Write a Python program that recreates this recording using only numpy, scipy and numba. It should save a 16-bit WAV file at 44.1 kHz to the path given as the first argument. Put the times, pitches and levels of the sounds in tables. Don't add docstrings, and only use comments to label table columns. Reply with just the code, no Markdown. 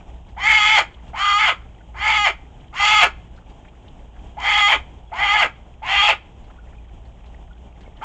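import sys
import numpy as np
from scipy import signal
from scipy.fft import rfft, irfft, next_fast_len
from scipy.io import wavfile
from scipy.ndimage import uniform_filter1d
from numba import njit

SR = 44100
rng = np.random.default_rng(int(sys.argv[2]) if len(sys.argv) > 2 else 0)


def unload_wav(signal):
    wavfile.write(
        sys.argv[1],
        SR,
        np.round(np.clip(np.atleast_2d(signal).T, -1, 1) * 32767).astype(np.int16),
    )


N = 354563
TIME = np.arange(N) / SR

# f/Hz, relative level/dB
AIR_BALANCE = [(12, -29.5), (24, -2), (50, -1.5), (85, -8.5), (130, -14), (290, -20.5), (520, -25),
               (820, -21), (1300, -38), (2000, -41), (3200, -34.5), (4300, -56.5), (7000, -47.5),
               (9000, -61)]
# f/Hz, relative level/dB
HUM_LINES = [(58.5, 1.5), (117, -13.5), (175.5, -16.5)]
# t/s, level/dB
HUM_LOUDNESS = [(0, -46.5), (0.5, -37.5), (0.85, -46.5), (1.5, -40.5), (2.1, -40.5), (3.0, -45.5),
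                (3.25, -35.5), (3.6, -50.5), (4.4, -43.5), (6.2, -46.5), (6.9, -42.5), (8.04, -44)]
# t/s, peak level/dB, ring f/Hz
TWIG_TICKS = [(0.288, -45.5, 1740), (1.0795, -45, 3200), (3.3617, -50, 3240), (3.497, -44.5, 2390),
              (6.4402, -46, 2000), (7.053, -47, 1890), (7.258, -48, 2700), (7.807, -43, 2190)]
# start t/s, end t/s, attack t/s, held pitch f/Hz, roughness (0 to 1), opening note level/dB,
# beak resonance f/Hz, then the basic level/dB of the lowest, second, third, upper and treble regions
CALLS = [ (.369, 0.824, 0.039, 422, 0.58, -30, 3050, -26.5, -26.5, -18, -20, -33),
         (1.135, 1.529, 0.028, 409.1, 0.7, -29, 2990, -30, -24.5, -21, -23.5, -38),
         (1.945, 2.309, 0.053, 414, 0.65, -38, 2960, -27.5, -24.5, -20.5, -23.5, -35),
         (2.73, 3.072, 0.038, 419, 0.62, -41, 2750, -23.5, -22, -19.5, -17.5, -29.5),
         (4.372, 4.768, 0.045, 407.1, .8, -28.5, 3050, -26, -27, -21, -19.5, -35.5),
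         (5.12, 5.468, 0.044, 401.8, .68, -26.5, 2960, -24.5, -25.5, -21.3, -22.5, -38),
         (5.822, 6.137, 0.039, 398.9, .68, -29.5, 2700, -25, -25.5, -21, -17.5, -35.5),
         (8.017, 8.35, .045, 415.6, 0.8, -28.5, 3030, -24, -16.5, -20.5, -14, -32)]
# start t/s, end t/s, roughness (0 to 1), ring level/dB, dip of the third region level/dB
CLEAR_STRETCHES = [(0.608, 0.666, .42, 4, 0.5), (1.188, 1.336, .5, 5.5, 6.5), (1.335, 1.386, .15, 5.5, 11),
                   (2.182, 2.26, .1, 0, 0), (2.949, 2.989, 0.39, 2.5, -1), (4.621, 4.677, .06, 3.5, 0.5),
                   (5.267, 5.338, .52, 2, 0.5), (5.991, 6.018, .45, 4, -1.5)]
# t/s, half length t/s, pitch rise f/Hz, gain of the third region level/dB
PRESSURE_SURGES = [(0.499, .055, 18, 5.5), (0.712, .04, 14, 2), (1.427, .04, 22, 3), (2.091, .055, 28, 4.5),
                   (2.924, 0.0203, 14.15, -0.5), (4.492, .035, 16, 4.5), (4.584, .025, 18, 2.5),
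                   (4.701, .016, 28, -0.5), (5.23, 0.01816, 11.985, 3.5), (5.353, .028, 21, 3),
                   (5.943, 0.01753, 16, -1), (6.046, .018, 27, -6.5)]
# f/Hz, width f/Hz, level/dB
THROAT_RESONANCES = [(878, 210, 6), (1290, 260, 5.5), (1520, 330, -3), (2076, 150, 2), (2340, 420, 1),
                     (2850, 1000, -7.5), (3202, 330, -3), (4490, 380, -17), (5324, 390, -22.5),
                     (6820, 1050, -19.5)]
REGION_BORDERS = [1030, 1650, 2350, 4000]
# attack depth level/dB, jump at the join level/dB, swell (dB per s),
# push level/dB, release (dB per s), share of a clear stretch's ring (ratio)
REGION_EFFORT = [(3, 1, 5, 7.5, 199, -0.61), (20.1, 2.5, 9.5, 2.5, 123, 1.0), (30, 3, -3, 3.9, 319, 0.1),
                 (41.4, 0.5, 11, 2, 359, -0.16), (41, 1.5, -1, 0.4, 420, 0.25)]
# t/s, f/Hz, peak level/dB
FAR_PEEPS = [(1.81, 1490, -50), (5.078, 3320, -53), (6.59, 1440, -44.5), (6.787, 2450, -48.5),
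             (7.513, 1415, -46), (7.679, 2360, -56), (7.865, 2210, -48)]
# t/s, f/Hz, starting level/dB
SOFT_KNOCK = (7.878, 560, -29)

SCOOP_DEPTH, SCOOP_S = 0.43, 0.031
FALL_DEPTH, FALL_S, FALL_CURVE, FALL_ROUGHNESS = 0.61, 0.072, 1.6, 0.9
BREAK_LEAD_S, BREAK_S = 0.057, 0.016
LOCK_EDGE_S = 0.012
NOTE_PEAK_S, NOTE_WIDTH_S, NOTE_DIP_DB = 0.015, 0.0092, 7
JOIN_S, JOIN_RAMP_S = 0.061, 0.0077
PUSH_LEAD_S, PUSH_WIDTH_S = 0.036, 0.015
SURGE_ROUGHNESS_PER_HZ, SURGE_DB_PER_HZ = 0.0032, 0.1277


def from_db(db):
    return 10 ** (np.asarray(db) / 20)


def rms_one(x):
    return x / np.sqrt(np.mean(x ** 2) + 1e-20)


def ramp(x):
    return np.clip(x, 0, 1)


def hump(t, width_s):
    return np.exp(-np.minimum((t / width_s) ** 2, 50))


def butter(x, hz, kind, order=2):
    return signal.sosfilt(signal.butter(order, hz, kind, fs=SR, output="sos"), x)


def drift(rate_hz, size=16):
    count = next_fast_len(N // size + 2)
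    hz = np.arange(count // 2 + 1) * SR / size / count
    spectrum = rfft(rng.standard_normal(count)) / (1 + (hz / rate_hz) ** 2)
    slow = irfft(spectrum, count)
    return np.interp(TIME, np.arange(count) * size / SR, rms_one(slow))


def resonate(x, hz, width_hz):
    r = np.exp(-np.pi * width_hz / SR)
    forward = np.array([1, 0, -1]) * (1 - r * r) / 2
    feedback = [1, -2 * r * np.cos(2 * np.pi * hz / SR), r * r]
    return signal.lfilter(forward, feedback, x + 1e-18)


def shaped(x, gain_at):
    size = next_fast_len(N + SR // 4)
    hz = np.maximum(np.arange(size // 2 + 1) * SR / size, 1)
    return irfft(rfft(x, size) * gain_at(hz), size)[:N]


def even(x, size):
    power = uniform_filter1d(uniform_filter1d(x ** 2, size), size)
    return x / np.sqrt(np.abs(power) + 1e-12)


@njit
def glide(x, angle, r):
    y = np.zeros(len(x))
    for i in range(2, len(x)):
        fresh = (1 - r * r) / 2 * (x[i] - x[i - 2])
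        y[i] = fresh + 2 * r * np.cos(angle[i]) * y[i - 1] - r * r * y[i - 2]
    return y


def moving_resonance(x, centre_hz, width_hz):
    angle = 2 * np.pi * centre_hz / SR
    r = np.exp(-np.pi * width_hz / SR)
    return glide(glide(x + 1e-18, angle, r), angle, r)


def air(level_db=-42.5, sway_db=1.9):
    points_hz, points_db = np.transpose(AIR_BALANCE)

    def balance(hz):
        return from_db(np.interp(np.log(hz), np.log(points_hz), points_db))

    noise = rms_one(shaped(rng.standard_normal(N), balance))
    return noise * from_db(level_db + sway_db * drift(rate_hz=7.5))


def motor(waver=0.27, slip=0.9, trim_db=-2.0):
    loudness_db = np.interp(TIME, *np.transpose(HUM_LOUDNESS))
    hum = 0
    for hz, db in HUM_LINES:
        strength = from_db(db + loudness_db + trim_db) * np.sqrt(2) * (1 + waver * drift(rate_hz=2.6))
        hum = hum + strength * np.sin(2 * np.pi * hz * TIME + slip * drift(rate_hz=3))
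    return hum


def leaves(level_db=-72, patchy_db=10.5, stir_db=4.0, width_hz=550):
    rustling = 0
    for hz in 850 * 1.3 ** np.arange(6):
        rustle = resonate(resonate(rng.standard_normal(N), hz, width_hz), hz, width_hz)
        patches = from_db(patchy_db * np.minimum(drift(rate_hz=47), 2.5))
        rustling = rustling + rms_one(rustle * patches)
    return from_db(level_db + stir_db * np.minimum(drift(rate_hz=14), 2.5)) * rustling


def ticks(trim_db=-2, width_hz=1800, scuff_s=0.014, dull_hz=4500):
    out = np.zeros(N)
    age = np.arange(SR // 10) / SR
    for s, db, hz in TWIG_TICKS:
        scuff = rng.standard_normal(len(age)) * np.exp(-age / scuff_s)
        tick = butter(resonate(scuff, hz, width_hz), dull_hz, "low")
        tick = from_db(db + trim_db) * tick / np.abs(tick).max()
        start = int(s * SR)
        out[start:start + len(age)] += tick[:N - start]
    return out


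def each_call():
    calls = np.array(CALLS)
    turns = (calls[1:, 0] + calls[:-1, 1]) / 2
    start, end, *columns = calls.T[:, np.searchsorted(turns, TIME)]
    return TIME - start, end - TIME, columns


def locks(rough):
    ring_db = dip_db = 0
    for start, end, lock_rough, ring, dip in CLEAR_STRETCHES:
        locked = ramp(0.5 + np.minimum(TIME - start, end - TIME) / LOCK_EDGE_S)
        rough = rough + locked * (lock_rough - rough)
        ring_db = ring_db + locked * ring
        dip_db = dip_db + locked * dip
    return rough, ring_db, dip_db


def surges():
    return sum(np.outer([rise_hz, db], hump(TIME - s, half_s)) for s, half_s, rise_hz, db in PRESSURE_SURGES)


def tension(age, left, held_hz, rough, rise_hz):
    scoop = 1 - SCOOP_DEPTH * np.exp(-age / SCOOP_S)
    fall = ramp(1 - left / FALL_S) ** FALL_CURVE
    pitch = (held_hz + rise_hz) * scoop * (1 - FALL_DEPTH * fall)
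    rough = rough + SURGE_ROUGHNESS_PER_HZ * rise_hz
    broken = ramp((BREAK_LEAD_S - left) / BREAK_S)
    return pitch, rough + broken * (FALL_ROUGHNESS - rough)


def syrinx(pitch, rough, rising, jitter=0.024, slow_jitter=0.01412, shimmer=0.72, scatter=0.82,
           rasp=1.0, hiss=0.053, weak_db=-5.5, weak_scatter=1.1, half_db=-6, flicker_db=4,
           join_hz=390, blur_order=11.5, whisper_db=-12):
    fast_wander = jitter * rough * drift(rate_hz=130)
    slow_wander = slow_jitter * rough * drift(rate_hz=44.7)
    phase = 2 * np.pi * np.cumsum(pitch * (1 + fast_wander + slow_wander)) / SR
    phase = phase % (4 * np.pi)
    lower = np.where(rising, np.clip(1 + (pitch - join_hz) / 50, 0.2, 1), 1)
    buzz = 0
    for k in range(2, 20):
        strong = k == 3 or k % 3 == 2
        base_db = 0 if strong else weak_db * (k / 6) ** 0.41
        weight = (1 if k == 3 else lower) * from_db(base_db + flicker_db * rough * drift(rate_hz=50))
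        flutter = (scatter if strong else weak_scatter) * rough * drift(rate_hz=120)
        intact = 1 / (1 + np.square((k * rough / blur_order) ** 2))
        buzz = buzz + weight * intact * np.cos(k * phase + k * k + flutter)
    for k in range(2, 9):
        slip = np.clip(drift(rate_hz=35), 0, 2) * rough * lower
        buzz = buzz + from_db(half_db) * slip * np.cos((k + 0.5) * phase + 2.6 * drift(rate_hz=43))
    breath = butter(rng.standard_normal(N), 8000, "low")
    puffs = rms_one(breath * (1 + np.cos(phase)))
    whisper = from_db(whisper_db) * butter(puffs, 3200, "high")
    tone = buzz / 2 * (1 + shimmer * rough * drift(rate_hz=160))
    rasping = (hiss + rasp * rough ** 2) * np.sqrt(lower) * puffs
    return tone + rasping + whisper


def throat_gain(hz, leak_db=-36):
    power = from_db(leak_db) ** 2 / (1 + (hz / 900) ** 4)
    for centre, width, db in THROAT_RESONANCES:
        power = power + from_db(db) ** 2 / (1 + (2 * (hz - centre) / width) ** 2 / 2) ** 2
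    return np.sqrt(power) / np.sqrt(1 + (330 / hz) ** 8)


def effort(age, left, attack_s, note_db, held_db, ring_db, rise_hz, third_db):
    attack = np.exp(-age / attack_s)
    push = hump(left - PUSH_LEAD_S, PUSH_WIDTH_S)
    dying_s = np.maximum(PUSH_LEAD_S - left, 0)
    past_middle_s = (age - left) / 2
    alone = 1 - ramp((age - JOIN_S) / JOIN_RAMP_S)
    levels = []
    for db, (depth_db, jump_db, swell, push_db, release, share) in zip(held_db, REGION_EFFORT):
        beginning_db = -depth_db * attack - jump_db * alone
        ending_db = push_db * push - release * dying_s
        levels.append(db + beginning_db + swell * past_middle_s + ending_db + share * ring_db)
    lowest, second, third, upper, treble = levels
    opening_db = note_db - NOTE_DIP_DB * (1 - hump(age - NOTE_PEAK_S, NOTE_WIDTH_S))
    lowest = alone * opening_db + (1 - alone) * (lowest + SURGE_DB_PER_HZ * rise_hz)
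    return lowest, second, third + third_db, upper, treble


def cockatoo(edge_s=0.0052, croak_width_hz=450, croak_db=-0.5, slack_below_hz=390,
             beak_width_hz=520, beak_db=-1, hop_db=2.0):
    age, left, (attack_s, held_hz, rough, note_db, beak_hz, *held_db) = each_call()
    sounding = ramp(1 + np.minimum(age, left) / edge_s)
    rising = age < left
    age, left = np.maximum(age, 0), np.maximum(left, 0)
    rough, ring_db, dip_db = locks(rough)
    rise_hz, surge_db = surges()
    pitch, rough = tension(age, left, held_hz, rough, rise_hz)
    source = syrinx(pitch, np.clip(rough, 0, 1.2), rising)
    slack = ramp((slack_below_hz - pitch) / 90) * ~rising
    croak = moving_resonance(source * slack, 2 * pitch, croak_width_hz)
    voice = shaped(source, throat_gain) + from_db(croak_db) * croak
    voice = voice + from_db(beak_db) * moving_resonance(voice, beak_hz, beak_width_hz)
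    below = [0]
    for edge in REGION_BORDERS:
        below.append(shaped(voice, lambda hz: 1 / (1 + (hz / edge) ** 20)))
    below.append(voice)
    levels_db = effort(age, left, attack_s, note_db, held_db, ring_db, rise_hz, surge_db - dip_db)
    gains = [from_db(db) for db in levels_db]
    mixed = 0
    for k, gain in enumerate(gains):
        region = even(below[k + 1] - below[k], size=700)
        mixed = mixed + gain * region * from_db(hop_db * rough * drift(rate_hz=20))
    return even(mixed, size=180) * np.sqrt(sum(gain ** 2 for gain in gains)) * sounding


def peeps(length_s=0.004):
    husk = 0.32 * drift(rate_hz=120)
    out = 0
    for s, hz, db in FAR_PEEPS:
        out = out + from_db(db) * hump(TIME - s, length_s) * np.sin(2 * np.pi * hz * TIME + husk)
    return out


def knock(decay_s=0.0017):
    s, hz, db = SOFT_KNOCK
    age = np.clip(TIME - s, 0, 0.1)
    return from_db(db) * np.exp(-age / decay_s) * np.sin(2 * np.pi * hz * age)


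def aviary(x, near_db=-7, near_t60=0.14, far_db=-26, far_t60=0.49):
    age = np.arange(int(0.7 * SR)) / SR

    def fading_noise(t60):
        noise = rng.standard_normal(len(age)) * from_db(-60 * age / t60) * (age > 0.004)
        return noise / np.linalg.norm(noise)

    near = from_db(near_db) * fading_noise(near_t60)
    far = from_db(far_db) * butter(fading_noise(far_t60), 4500, "low")
    return x + signal.fftconvolve(x, near + far)[:N]


def scene():
    echoing = aviary(cockatoo() + ticks() + peeps())
    return (echoing + knock() + leaves() + motor() + air())[None]


def record(dry, band_edge_hz=8300, clip_level=0.71, cutoff_hz=15800):
    narrow = signal.sosfilt(signal.cheby1(8, 0.2, band_edge_hz, fs=SR, output="sos"), dry)
    clipped = np.clip(narrow, -clip_level, clip_level)
    return signal.sosfilt(signal.cheby2(12, 70, cutoff_hz, fs=SR, output="sos"), clipped)


dry = scene()
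out = record(dry)
unload_wav(out)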